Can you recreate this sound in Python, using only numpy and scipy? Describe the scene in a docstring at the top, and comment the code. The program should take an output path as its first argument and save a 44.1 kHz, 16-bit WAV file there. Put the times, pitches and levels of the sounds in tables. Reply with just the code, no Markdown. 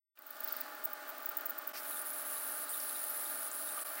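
"""Cleaning a dog's teeth

An ultrasonic scaler (a tiny, fast-shaking wet tip) works close by while a pump motor hums and blows.
First the tip only brushes a tooth and spits short sizzles; then it stays on the tooth and the water
film hisses with a few hundred falling bubble chirps a second. Water clicks and gurgles in the mouth.
The sound fades in and twice drops out briefly."""
import sys
import numpy as np
from scipy.fft import rfft, irfft, next_fast_len
from scipy.io import wavfile
from scipy.ndimage import uniform_filter1d, minimum_filter1d, map_coordinates

SR = 44100
rng = np.random.default_rng(int(sys.argv[2]) if len(sys.argv) > 2 else 0)


def to_wav(sig):
    """Store sig (one row per channel, or 1-D mono) as 16-bit WAV at the path in sys.argv[1].

    Samples outside -1..1 are clipped; the rate is SR.
    """
    pcm = np.clip(np.atleast_2d(sig), -1, 1) * 32767
    pcm = np.round(pcm).astype(np.int16)
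    wavfile.write(sys.argv[1], SR, pcm.T)  # frames by channels


N = 176400
TOP_HZ = 15850  # everything higher is cut off


# The tip stays on the tooth: t/s, relative level/dB, middle pitch of the chirps f/Hz
CONTACT = [(1.8, -63, 10900), (1.85, -55, 11000), (1.9, -42.5, 10700), (2.2, -43, 10750), (2.6, -42, 10520),
           (3.68, -42, 10140), (3.74, -42, 9500), (3.82, -40.5, 9500), (3.86, -45.5, 10400),
           (4.0, -49, 11800)]

def tip_on_tooth():
    """Bubbles chirp almost regularly, big ones lower and louder, over the sizzling water film."""
    level_db, pitch_hz = curves(CONTACT)
    start, chirps_per_s = CONTACT[0][0], 290
    delay, size = rng.standard_normal((1000, 2)).T
    times = start + (np.arange(len(size)) + 0.25 * delay) / chirps_per_s
    surge = np.exp(-0.042 * wobble(70))  # surges of water make bigger, lower bubbles
    hz = np.interp(times, clock(), pitch_hz * surge) * np.exp(-0.064 * size)
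    chirps = bubbles(times, hz, db=1.1 * size, width_s=0.00041, fall_hz_per_s=600000)
    chirps /= np.std(chirps[clock() > start])
    film = unit(band(centre_hz=10930, width_hz=2400) * amp(4.2 * wobble(600)))
    return amp(level_db - lift_db()) * (amp(-4) * chirps + amp(-6) * film)


# The tip eases off the tooth: t/s, half length/s, drop in level/dB
LIFTS = [(2.041, 0.011, 13), (2.121, 0.007, 24), (2.24, 0.0085, 12), (2.671, 0.018, 15), (3.504, 0.018, 21)]

def lift_db():
    """How much quieter the chirps and the water film get as the tip eases off."""
    return sum(depth * np.exp(-((clock() - s) / half) ** 4) for s, half, depth in LIFTS)


# Tone colour of the spray: f/Hz, relative level/dB
SPRAY_COLOUR = [(500, -42), (2500, -18), (4200, -15.5), (6300, -17), (8000, -11.5), (11300, -4),
                (13000, -5), (14300, 0.5), (15500, 2)]
# Loudness of the spray before dips and flicker: t/s, level/dB
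SPRAY_LEVEL = [(1.72, -74), (1.74, -49.5), (1.83, -46), (1.89, -45), (2.6, -43.5), (3.15, -44), (3.55, -44),
               (3.8, -46), (4.0, -45)]
# Short flares of spray: t/s, level/dB
FLARES = [(2.07, -44), (2.118, -43), (2.435, -44), (2.742, -42.5), (2.836, -43), (2.963, -44), (3.103, -38),
          (3.17, -42), (3.31, -43)]
# Drops that ring an air pocket: t/s, level/dB
PLINKS = [(1.925, -56), (1.97, -57), (2.37, -55.5), (2.683, -58), (2.745, -53), (2.9, -58), (2.96, -55),
          (3.26, -56.5), (3.3, -57), (3.69, -56)]

def spray():
    """Water thrown off the tooth hisses and flares now and then; drops plink in an air pocket."""
    level_db, = curves(SPRAY_LEVEL)
    flicker = amp(0.57 * wobble(34.98))
    hiss = flicker * crackle(SPRAY_COLOUR, per_s=30000, clump_db=2.2, clump_rate=440)
    flares = swells(FLARES, half_s=0.011) * band(centre_hz=14100, width_hz=2000)
    pockets_hz = 3730 * (1 + 0.054 * rng.standard_normal(len(PLINKS)))
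    plinks = sum(swells([row], half_s=0.011) * band(hz, width_hz=400)
                 for row, hz in zip(PLINKS, pockets_hz))
    return amp(level_db - 0.27 * lift_db()) * hiss + flares + plinks


# The tip brushes the tooth: t/s, length/s, relative level/dB
TOUCHES = [(.188, .003, -49), (0.221, 0.0027, -49), (0.262, 0.016, -47.5), (0.305, 0.0058, -42.5),
           (0.356, 0.0036, -51.5), (0.405, 0.0022, -34.5), (0.437, 0.011, -32.5), (0.476, 0.0015, -29),
           (0.484, 0.0076, -40), (0.524, 0.006, -29), (0.566, 0.0065, -32.5), (0.605, 0.0097, -32.5),
           (0.748, 0.009, -46), (0.839, 0.021, -36), (0.851, 0.008, -29.5), (0.901, 0.004, -43.5),
           (0.933, 0.0036, -35.5), (1.079, 0.031, -45), (1.178, 0.0059, -44), (1.223, 0.011, -46),
           (1.259, 0.0045, -28.5), (1.29, 0.01, -36.5), (1.311, 0.013, -44), (1.37, 0.0037, -22),
           (1.377, 0.012, -40), (1.404, 0.002, -43), (1.41, 0.0013, -32.5), (1.457, 0.012, -30.5),
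           (1.492, 0.016, -35), (1.578, 0.013, -38), (1.62, 0.0065, -44), (1.671, 0.0077, -42),
           (1.686, 0.01, -42.5)]
# Tone colour of a sizzle: f/Hz, relative level/dB
SIZZLE_COLOUR = [(1000, -40), (4000, -60), (7000, -24.5), (11000, -23), (12800, -13.5), (14500, 2),
                 (15800, 4)]

def touches():
    """Each brief touch of the wet tip spits a ragged sizzle."""
    t = clock()
    rise_s, fall_s = 0.0005, 0.0014
    loudness = sum(amp(db) * np.exp(np.minimum(t - s, 0) / rise_s - np.maximum(t - s - length, 0) / fall_s)
                   for s, length, db in TOUCHES)
    return amp(-1.5) * loudness * crackle(SIZZLE_COLOUR, per_s=32000, clump_db=3.5, clump_rate=480)


# Swelling bubbles: t/s, level/dB
SQUEAKS = [(.308, -38), (0.526, -28), (.855, -31), (.935, -32.5), (1.371, -35), (1.466, -51), (1.587, -38),
           (1.676, -29)]

def squeaks():
    """In the harder touches one bubble swells, so its note slides down."""
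    times, db = np.transpose(SQUEAKS)
    hz = 14080 * (1 + 0.025 * rng.standard_normal(len(times)))
    return bubbles(times, hz, db, width_s=0.0017, fall_hz_per_s=410000)


# Tone colour of the mist: f/Hz, relative level/dB
MIST_COLOUR = [(500, -65), (2500, -2.5), (4500, 0.5), (6300, -6.5), (10000, -3), (12500, -3), (15000, 4.5)]
# Loudness of the mist: t/s, level/dB
MIST_LEVEL = [(.15, -76), (.22, -65.5), (.35, -55.5), (.5, -52.5), (.7, -56.5), (1.72, -56.5)]

def mist():
    """The free tip shakes water into a fine mist, with faint spits and lone bubbles."""
    level_db, = curves(MIST_LEVEL)
    fog = crackle(MIST_COLOUR, per_s=5000, clump_db=0.5, clump_rate=200)
    spits = crackle(SIZZLE_COLOUR, per_s=9900, clump_db=3.5, clump_rate=240)
    strays = lone_bubbles(per_s=130, centre_hz=14560, spread=0.14, spread_db=12)
    return amp(level_db) * (fog + amp(-5) * spits + amp(-12) * strays)


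def lone_bubbles(per_s, centre_hz, spread, spread_db):
    """Single bubbles chirp on the free tip at random moments."""
    gap, pitch, size = rng.random((400, 3)).T
    times = np.cumsum(-np.log(gap)) / per_s
    hz = centre_hz * (1 + spread * (2 * pitch - 1))
    return unit(bubbles(times, hz, spread_db * size, width_s=0.00091, fall_hz_per_s=760000))


# Sharp wet clicks: t/s, centre f/Hz, width/Hz, level/dB
CLICKS = [(.173, 2370, 1200, -55.5), (0.483, 4600, 2500, -44.5), (.509, 6000, 6000, -48),
          (2.691, 9000, 1900, -38.5), (2.801, 5100, 1800, -45.5), (2.832, 5440, 1100, -50.5),
          (3.514, 8100, 2400, -37), (3.79, 2600, 2500, -45)]

def clicks():
    """Small wet clicks swell within a millisecond and die away fast."""
    t = clock()
    rise_s, fall_s = 0.00057, 0.0052
    return sum(amp(db) * np.clip((t - s) / rise_s, 0, 1) * np.exp(-abs(t - s) / fall_s) * band(hz, width)
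               for s, hz, width, db in CLICKS)


# Splashes and gurgles: start t/s, length/s, centre f/Hz, width/Hz, level/dB
GURGLES = [(0.436, 0.25, 4700, 1600, -60.5), (1.734, 0.067, 5060, 1790, -51),
           (1.735, 0.053, 2350, 1500, -53.5), (2.25, 1.86, 4440, 1510, -62.5),
           (3.773, 0.018, 1160, 260, -43.5), (3.969, 0.06, 1790, 910, -47.5)]

def gurgles():
    """Water makes pockets of the mouth ring."""
    t = clock()
    return sum(amp(db) * np.exp(-(2 * (t - s) / length - 1) ** 4) * band(hz, width)
               for s, length, hz, width, db in GURGLES)


# Hum of the pump's shaft: multiple of its turning rate, level/dB
SHAFT_TONES = [(1, -71), (2, -60.3), (4, -59.5), (6, -65), (10, -73.5)]
# Ringing of the pump's case: f/Hz, width/Hz, level/dB
CASE_RINGS = [(259.4, 40, -73), (386, 20, -76.5), (649.6, 33, -62.5), (824.5, 51, -66), (1151, 21, -63.5),
              (1418, 55, -61.5)]
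# Tone colour of the blown air: f/Hz, relative level/dB
AIR_COLOUR = [(25, -37), (120, -40), (200, -22.5), (290, -8.5), (394, -12), (694, -6), (989, -8.5),
              (1170, -2), (1480, 0), (2000, -10), (3140, -19), (7000, -26), (9100, -25), (15400, -120)]

def pump():
    """The turning shaft hums beside a separate whine, the case rings and air rushes out."""
    shaft_hz, whine_hz = 300.2, 840.4
    turns = np.cumsum(shaft_hz * (1 + 0.00075 * wobble(6.01))) / SR
    hum = sum(amp(db + 0.37 * wobble(5.16)) * np.sin(2 * np.pi * (k * turns + rng.random()))
              for k, db in SHAFT_TONES)
    whine = amp(-62.5) * np.sin(2 * np.pi * whine_hz * clock() + 0.5 * wobble(8))
    case = sum(amp(db) * band(hz, width) for hz, width, db in CASE_RINGS)
    air_db = -51 + 0.18 * (clock() - 2) + 0.67 * wobble(10)  # slowly grows louder
    air = amp(air_db) * coloured(rng.standard_normal(N), AIR_COLOUR)
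    return np.sqrt(2) * (hum + whine) + case + air


def bubbles(times, hz, db, width_s, fall_hz_per_s):
    """One short falling chirp at each of the times."""
    offsets = np.arange(-400, 400)
    t = offsets / SR
    cycles = hz[:, None] * t - 0.5 * fall_hz_per_s * t ** 2 + rng.random((len(times), 1))
    chirps = amp(db)[:, None] * np.exp(-0.5 * (t / width_s) ** 2) * np.sin(2 * np.pi * cycles)
    at = np.maximum((times * SR).astype(int)[:, None] + offsets, 0)
    return np.bincount(at.ravel(), chirps.ravel(), N)[:N]  # add each chirp in at its place


def crackle(colour, per_s, clump_db, clump_rate):
    """Tiny bubbles collapse in clumps; strength 1."""
    pops = rng.standard_normal(N) * (rng.random(N) < per_s / SR)
    clumps = amp(clump_db * wobble(clump_rate))
    return unit(filtered(coloured(pops * clumps, colour), lambda hz: hz < TOP_HZ))


def band(centre_hz, width_hz):
    """Noise that rings around one pitch; strength 1."""
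    noise = rng.standard_normal(N)
    return unit(filtered(noise, lambda hz: 1 / (1 + ((hz - centre_hz ** 2 / (hz + 1)) / width_hz) ** 2)))


def coloured(x, colour):
    """Give x a tone colour from (f/Hz, level/dB) rows; strength 1."""
    f, db = np.transpose(colour)
    return unit(filtered(x, lambda hz: amp(np.interp(np.log(hz + 1), np.log(f), db))))


def filtered(x, response):
    """Turn each frequency in x up or down by response(hz)."""
    size = next_fast_len(N + SR // 2)
    return irfft(rfft(x, size) * response(np.fft.rfftfreq(size, 1 / SR)), size)[:N]


def swells(rows, half_s):
    """A short rise and fall at each (t/s, level/dB) row."""
    return sum(amp(db) * np.exp(-((clock() - s) / half_s) ** 2) for s, db in rows)


def wobble(rate):
    """A smooth curve through `rate` random values a second."""
    return map_coordinates(rng.standard_normal(int(N * rate / SR) + 4), [np.arange(N) * rate / SR])


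def curves(rows):
    """Join timed rows with straight lines, one curve for each column after the time."""
    times, *columns = np.transpose(rows)
    return [np.interp(clock(), times, column) for column in columns]


def amp(db):
    """Turn decibels into a multiplier."""
    return 10 ** (np.asarray(db) / 20)


def unit(x):
    """Scale x to an average strength (rms) of 1."""
    return x / np.sqrt(np.mean(x ** 2) + 1e-20)


def clock():
    """The time of each sample in seconds."""
    return np.arange(N) / SR


# The pump and gurgles fade in: t/s, level/dB
FADE_IN = [(.135, -80), (.155, -32), (.185, -14.5), (.3, -6.5), (.45, 0)]

def scene():
    """The tip first brushes the tooth, then stays on it, with the pump behind."""
    fade_db, = curves(FADE_IN)
    brushing = (clock() > FADE_IN[1][0]) * (mist() + touches() + squeaks())
    staying = (clock() > SPRAY_LEVEL[0][0]) * (spray() + tip_on_tooth())
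    background = amp(fade_db) * (pump() + gurgles())
    return (background + brushing + staying + clicks())[None]


# The whole sound dips briefly: t/s, half length/s
DROPOUTS = [(1.728, 0.0061), (3.842, 0.0068)]

def record(dry):
    """The sound drops out twice, loud peaks are turned down and the highest treble is cut."""
    dips = [1 - 0.89 * np.exp(-((clock() - s) / half) ** 2) for s, half in DROPOUTS]
    x = dry[0] * np.prod(dips, axis=0)
    ceiling_db = -24.7
    needed = np.minimum(1, amp(ceiling_db) / (abs(x) + 1e-9))
    gain = uniform_filter1d(minimum_filter1d(needed, size=45), size=45)  # smoothed over about 1 ms
    return filtered(x * gain, lambda hz: hz < TOP_HZ)[None]


dry = scene()
out = record(dry)
to_wav(out)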